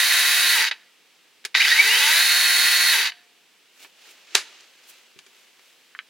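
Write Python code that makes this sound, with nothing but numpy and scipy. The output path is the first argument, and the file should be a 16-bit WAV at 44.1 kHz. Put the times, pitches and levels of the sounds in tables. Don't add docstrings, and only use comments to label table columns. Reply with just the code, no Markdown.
import sys
import numpy as np
from scipy import signal
from scipy.fft import irfft
from scipy.io import wavfile
from scipy.ndimage import uniform_filter1d

SR = 44100
rng = np.random.default_rng(int(sys.argv[2]) if len(sys.argv) > 2 else 0)


def pcm_store(signal):
    levels = np.round(np.clip(np.atleast_2d(signal), -1, 1) * 32767)
    wavfile.write(sys.argv[1], SR, levels.astype(np.int16).T)


N = 268569
T = np.arange(N) / SR
HZ = np.fft.rfftfreq(4096, 1 / SR)


# trigger pull, trigger release and
# standstill in seconds, then relative chain level and gear level in dB.
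MOTOR_RUNS = [(-1.1, 0.548, 0.705, 0.18, -35.5), (1.548, 2.925, 3.109, 0, -28)]
# time in seconds, sprocket speed in turns per second.
GOVERNED_SPEED = [(0.1, 58.3), (0.3, 58.9), (0.5, 58.7), (2.3, 58.85), (2.68, 59.17), (2.9, 58.9)]

def motor_speed(surge_rate=175, ramp_rate=69.3, surge_s=0.13, knee=40):
    governed = np.interp(T, *np.transpose(GOVERNED_SPEED))
    speed = 0
    for start, release, rest, _, _ in MOTOR_RUNS:
        since = np.maximum(T - start, 0)
        ramp = np.minimum(surge_rate * since, surge_rate * surge_s + ramp_rate * (since - surge_s))
        held = ramp / (1 + (ramp / governed) ** knee) ** (1 / knee)
        speed = speed + held * np.clip((rest - T) / (rest - release), 0, 1)
    return speed


def run_gain(column):
    return sum(amp(run[column]) * (T >= run[0]) * (T <= run[2]) for run in MOTOR_RUNS)


def torque(speed, full_acceleration=130):
    return uniform_filter1d(np.gradient(speed) * SR, size=800) / full_acceleration


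def chain(speed, turns, teeth=6, rattle_db=-20.1, hiss_db=-24.0):
    bursts = 1 + 0.12 * np.cos(2 * np.pi * teeth * turns)
    flap = amp(0.5 * drift(45))
    strikes_per_s = 7000 * (.22 + (speed / speed.max()) ** 2)
    strikes = (rng.random(N) < strikes_per_s / SR) * np.sqrt(SR / strikes_per_s) * rng.choice([-1, 1], N)
    strikes *= unit(amp(-1.5 * rng.standard_normal(N))) * bursts * flap
    rattle = unit(colour(strikes, shell_db() + below(6950, order=4) + above(165, order=2)))
    sliding = strikes + bursts * flap * rng.standard_normal(N)
    hiss = unit(colour(sliding, shell_db() + above(7300, order=4)))
    rattle_gain, hiss_gain = chain_gains(speed)
    return amp(rattle_db) * rattle * rattle_gain + amp(hiss_db) * hiss * hiss_gain


def chain_gains(speed, saturation_speed=12):
    pull = np.clip(torque(speed), 0, 1)
    pace = speed + 0.19 * pull * speed.max()
    rattle = pace / np.hypot(pace, saturation_speed) * amp(2 * pull)
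    hiss = (pace / speed.max()) ** 1.05
    running = run_gain(column=3)
    return running * rattle, running * hiss


# frequency in Hz, relative gain in dB.
SHELL_RESPONSE = [(30.0, -46.5), (120.0, -48.5), (270.0, -42.5), (400.0, -26), (700.0, -29), (1200.0, -17),
                  (1700.0, -5), (2800.0, -7), (5000.0, -11), (8000.0, -20.5), (12000.0, -21),
                  (15500.0, -22.5)]
# frequency in Hz, width in Hz, height in dB.
SHELL_RESONANCES = [(420, 20, 2.6), (888, 205, 10.05), (1548, 200, 6.05), (1956, 130, 9.04),
                    (2256, 330, 4.2), (2577, 43, 7.1), (3013, 110, 3.5), (3831, 317, 9), (4523, 280, 7.8),
                    (5030, 65, 6.6), (5920, 151.3, 3.7), (6660, 910, 4), (10000, 1400, 7)]

def shell_db():
    db = read(SHELL_RESPONSE) + resonances(SHELL_RESONANCES)
    return db - db.max()


# multiple of the sprocket speed, relative level in dB.
SPROCKET_HARMONICS = [(6, -22), (9, -32.5), (10, -25.5), (12, -17.5), (13, -35.5), (18, -24), (20, -31.5),
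                      (21, -31.5), (22, -46), (24, -24.5), (27, -35.5), (28, -43), (30, -27), (32, -41),
                      (33, -33), (34, -45), (36, -51), (42, -31), (44, -33.5), (51, -35), (54, -28.5),
                      (55, -27), (60, -29), (63, -26), (66, -29), (67, -27), (71, -35)]
# frequency in Hz, width in Hz, height in dB.
COVER_RESONANCES = [(414, 97, 1.5), (766, 62, 7.5), (900, 42, 10.5), (974, 48, 6.5)]

def sprocket(speed, turns, waver_depth=.22):
    turns = turns + 0.0008 * drift(52)
    wavers = [1 + waver_depth * drift(18) for _ in range(5)]
    hum = sum(amp(db) * wavers[i % len(wavers)] * np.cos(2 * np.pi * (multiple * turns + rng.random()))
              for i, (multiple, db) in enumerate(SPROCKET_HARMONICS))
    strain = np.minimum(abs(torque(speed)), .5)
    hum *= np.sqrt(2) * speed / speed.max() * amp(5 * strain - 0.5)
    return colour(hum, shell_db() + resonances(COVER_RESONANCES))


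# frequency in Hz, gain in dB.
GEAR_RESPONSE = [(500, -36), (1200, -16), (1600, -3.5), (3000, -6), (4300, -1), (5200, 1), (6000, -19.5)]
# frequency in Hz, width in Hz, height in dB.
GEAR_RESONANCES = [(1590, 70, 14), (1900, 96, 15), (2270, 220, 18.7), (2835, 130, 12), (3090, 77, 11.5),
                   (3850, 130, 5.3), (4280, 200, 4.7)]
# multiple of the mesh rate, relative level in dB.
SQUEAL_HARMONICS = [(2, 3), (3, 0.5)]
# frequency in Hz, gain in dB.
SQUEAL_RESPONSE = [(1000, -27), (1700, -3), (2150, 10.5), (2750, 10), (3400, -1.5), (3800, 3), (4300, -3),
                   (5200, -1), (6000, -20)]

def gear(speed, turns, teeth=73, squeal_speed=27):
    mesh_phase = 2 * np.pi * (teeth * turns + .04 * drift(60))
    squeal_phase = mesh_phase + .15 * drift(160)
    squeal = sum(amp(db) * np.cos(multiple * squeal_phase) for multiple, db in SQUEAL_HARMONICS)
    squeal /= 1 + (speed / squeal_speed) ** 12
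    pull = torque(speed)
    load = np.clip(1 + 3 * pull, .08, 1) * np.clip(speed / 8, 0, 1)
    flutter_db = 1.5 * (1 + 2 * np.clip(pull, 0, 1))
    excess_db = flutter_db ** 2 * np.log(10) / 20
    flutter = amp(flutter_db * drift(70) - excess_db + 1.5 * drift(9.9))
    gain = np.sqrt(2) * load * flutter * run_gain(column=4)
    whine = colour(gain * np.cos(mesh_phase), read(GEAR_RESPONSE) + resonances(GEAR_RESONANCES))
    return whine + colour(gain * squeal, read(SQUEAL_RESPONSE))


# frequency in Hz, level in dB, time to decay by 60 dB in seconds,
# level change under a slack chain in dB.
BAR_MODES = [(711, -62, 1, 4.5), (1584, -47.5, 0.26, 0), (2130, -39, 0.36, -43), (2270, -49.5, 0.18, 11),
             (3026, -48, 0.2, 3), (4590, -55, 0.19, 14), (4800, -58, 0.22, 10)]

def bar(speed, slap_db=2.5):
    shake = rng.standard_normal(N) * np.clip(speed / 16, 0, 1) ** 2
    shake *= unit(amp(slap_db * drift(45)))
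    slack = np.clip(1.6 - speed / 28, 0, 1)
    out, t = 0, T[:2 * SR]
    for hz, db, t60, slack_db in BAR_MODES:
        ring = amp(-60 * t / t60) * np.sin(2 * np.pi * hz * t)
        out = out + signal.oaconvolve(shake * amp(db + slack_db * slack), ring / np.linalg.norm(ring))[:N]
    return out


# start in seconds, level in dB, decay time in
# seconds, upper edge in Hz, relative after-rattle in dB, share that enters the bar from 0 to 1.
IMPACTS = [ (0.7120, -20.5, 0.0077, 4100, -17, 0.88), (1.442, -46, 0.0048, 5000, -13, .6),
           (1.4504, -24.5, 0.0061, 14000, -23, 0.52), (1.5440, -22, 0.0096, 5030, 12, 1),
           (1.5504, -13, 0.0009, 3300, -25, 0.73), (3.1196, -35, 0.004, 3430, -22, 0.9),
           (3.847, -44.5, 0.0075, 2970, -18, 0), (4.3489, -21.5, 0.0034, 7000, -18, 0.16),
           (4.352, -9, 0.0012, 11400, -11.5, 0.45), (4.4139, -40, 0.0032, 12000, -25, 0.3),
           (4.607, -49.5, 0.0037, 12000, -14, 0.2), (5.159, -57.5, 0.019, 172, -14, 0),
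           (5.1892, -42, 0.0051, 10000, -16, 0.3), (5.264, -49, 0.0053, 14000, -15, 0.1),
           (5.594, -53, 0.003, 4500, -12, 0.1), ]
# frequency in Hz, gain in dB.
CASING_RESPONSE = [(35, -56.5), (60, -43.5), (433, -11), (1420, -10.5), (1740, -6), (2010, -19.5),
                   (2310, -11.5), (4630, -6.5), (5710, -12), (6870, -8), (15500, -31)]
# frequency in Hz, width in Hz, height in dB.
CASING_RESONANCES = [(390, 38, 12), (2300, 300, 12.5), (3300, 290, 5.8)]

def knocks(rattle_decay_s=0.025):
    casing_db = read(CASING_RESPONSE) + resonances(CASING_RESONANCES)
    out, t = 0, T[:SR // 2]
    for start, db, decay, edge_hz, after_db, share in IMPACTS:
        crack = np.exp(-t / decay)
        tail = amp(after_db) * np.exp(-t / rattle_decay_s) * (1 - crack) / 2
        force = rng.choice([-1, 1], len(t)) * (crack + tail)
        body_db = share * shell_db() + (1 - share) * casing_db
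        knock = colour(force, body_db + below(edge_hz, order=3) + above(90, order=1))
        out = out + place(knock, start, db)
    return out


# start in seconds, level in dB, upper edge in Hz.
BUTTON_CLICKS = [(5.95, -37, 1480), (5.99, -28, 3700)]
# frequency in Hz, relative level in dB, time to decay by 60 dB in seconds.
BUTTON_RINGS = [(1330, -14, 0.048), (1750, 11, 0.0066), (2220, 6, 0.0079), (3050, 6, 0.0081),
                (3860, -8, 0.017)]

def button(chatter=0.043, chatter_decay_s=0.0084):
    out, t = 0, T[:SR // 5]
    ring = sum(amp(db - 60 * t / t60) * np.sin(2 * np.pi * hz * t) for hz, db, t60 in BUTTON_RINGS)
    for start, db, edge_hz in BUTTON_CLICKS:
        force = (t == 0) + chatter * rng.standard_normal(len(t)) * np.exp(-t / chatter_decay_s)
        click = colour(signal.oaconvolve(force, ring), above(1510, order=4) + below(edge_hz, order=3))
        out = out + place(click, start, db)
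    return out


# frequency in Hz, relative level in dB.
CLOTH_SPECTRUM = [(88, -79), (150, -25), (357, 0), (972, -3), (1050, -1.5), (2700, 6.5), (7080, -3),
                  (15000, -37)]
# peak time, rise and fall in seconds, rub and fizz levels in dB.
SLEEVE_STROKES = [ (3.835, 0.052, 0.032, -48.5, -54), (4.07, 0.085, 0.13, -49.5, -61.5),
                  (4.11, 0.015, 0.02, -74, -57), (4.36, 0.09, 0.21, -46, -66),
                  (4.55, 0.027, 0.12, -52, -78), (4.895, 0.013, 0.016, -50, -46.5),
                  (4.93, 0.22, 0.18, -54, -65), (5.41, 0.22, 0.17, -58, -67), (5.65, 0.087, 0.29, -61, -67),
                  ]

def sleeve(grain_db=4, roundness=1.17):
    grains = rng.standard_normal(N) * amp(grain_db * rng.standard_normal(N) + 1.14 * drift(62))
    rub = unit(colour(grains, read(CLOTH_SPECTRUM) + below(7600, order=3)))
    fizz = unit(colour(grains, above(7200, order=3) + below(9000, order=1)))
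    rub_power = fizz_power = 0
    for peak, rise, fall, rub_db, fizz_db in SLEEVE_STROKES:
        swell = np.exp(-abs((T - peak) / np.where(T < peak, rise, fall)) ** roundness)
        rub_power = rub_power + (amp(rub_db) * swell) ** 2
        fizz_power = fizz_power + (amp(fizz_db) * swell) ** 2
    return rub * np.sqrt(rub_power) + fizz * np.sqrt(fizz_power)


def draught(speed, level_db=-69, edge_hz=130):
    rumble = unit(colour(rng.standard_normal(N), below(edge_hz, order=1)))
    return amp(level_db) * speed / speed.max() * rumble


# frequency in Hz, relative level in dB.
HUSH_SPECTRUM = [(18, -48.5), (30, -41.5), (144, -16.5), (168, -11.5), (256, -6.5), (532, -3.5),
                 (575, -10.5), (622, -7), (1230, -6.5), (2830, 0), (4660, -6), (8060, -13.5),
                 (15500, -19.5)]

def air(hush_db=-59, whistle_db=-80):
    hush = unit(colour(rng.standard_normal(N), read(HUSH_SPECTRUM)))
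    whistle = np.sin(2 * np.pi * np.cumsum(7865 + 20 * drift(30)) / SR)
    return amp(hush_db) * hush + amp(whistle_db) * whistle


def reflections(x, t60, delay):
    t = T[:SR]
    taps = rng.standard_normal(SR) * amp(-60 * t / t60) * (t >= delay)
    return signal.oaconvolve(x, taps / np.linalg.norm(taps))[:N]


def amp(db):
    return 10 ** (np.asarray(db) / 20)


def unit(x):
    return x / np.sqrt(np.mean(x ** 2) + 1e-20)


def read(points):
    hz, db = np.transpose(points)
    return np.interp(np.log(HZ + 1), np.log(hz + 1), db)


def resonances(modes):
    return sum(height / (1 + (2 * (HZ - hz) / width) ** 2) for hz, width, height in modes)


def above(edge_hz, order):
    return -10 * np.log10(1 + (edge_hz / (HZ + 1)) ** (2 * order))


def below(edge_hz, order):
    return -10 * np.log10(1 + (HZ / edge_hz) ** (2 * order))


def colour(x, db):
    log_gain = np.log(amp(np.maximum(db, db.max() - 100)))
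    log_response = np.conj(signal.hilbert(np.r_[log_gain, log_gain[-2:0:-1]]))
    taps = np.fft.ifft(np.exp(log_response)).real
    return signal.oaconvolve(x, taps)[:len(x)]


def drift(rate_hz):
    band = np.fft.rfftfreq(N, 1 / SR) < rate_hz
    return unit(irfft(band * (rng.standard_normal(len(band)) + 1j * rng.standard_normal(len(band))), N))


def place(blow, start, db):
    delayed = np.pad(blow, (round(start * SR), N))[:N]
    return delayed * amp(db) / np.sqrt(np.mean(blow[:SR // 200] ** 2))


# frequency in Hz, gain of the side signal in dB.
SIDE_RESPONSE = [(60, 11.5), (125, 6), (280, -1.5), (600, -9), (1200, -13.5), (1700, -23), (2400, -9.5),
                 (4400, -7.5), (8000, -3), (15000, -5)]

def scene(bed_db=-15, yard_db=-31, tone_spread=0.35):
    speed = motor_speed()
    turns = np.cumsum(speed) / SR
    tones = sprocket(speed, turns) + gear(speed, turns) + bar(speed) + button()
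    saw = chain(speed, turns) + draught(speed) + knocks() + tones
    bed = amp(bed_db) * reflections(saw, t60=0.12, delay=0.00061)
    yard = amp(yard_db) * colour(reflections(saw, t60=0.44, delay=0.099), below(5000, order=1))
    mid = saw + bed + yard + sleeve() + air()
    unrelated = chain(speed, turns) + 0.86 * knocks() + sleeve() + air()
    unrelated += tone_spread * reflections(tones + yard, t60=0.0071, delay=0)
    side = colour(unrelated, read(SIDE_RESPONSE))
    return np.array([mid + side, mid - side]) * amp([[-.25], [.25]])


def record(dry, edge_hz=16000):
    lowpass = signal.firwin(401, edge_hz, window=("kaiser", 8), fs=SR)
    return signal.oaconvolve(np.clip(dry, -1, 1), lowpass[None], "same")


dry = scene()
out = record(dry)
pcm_store(out)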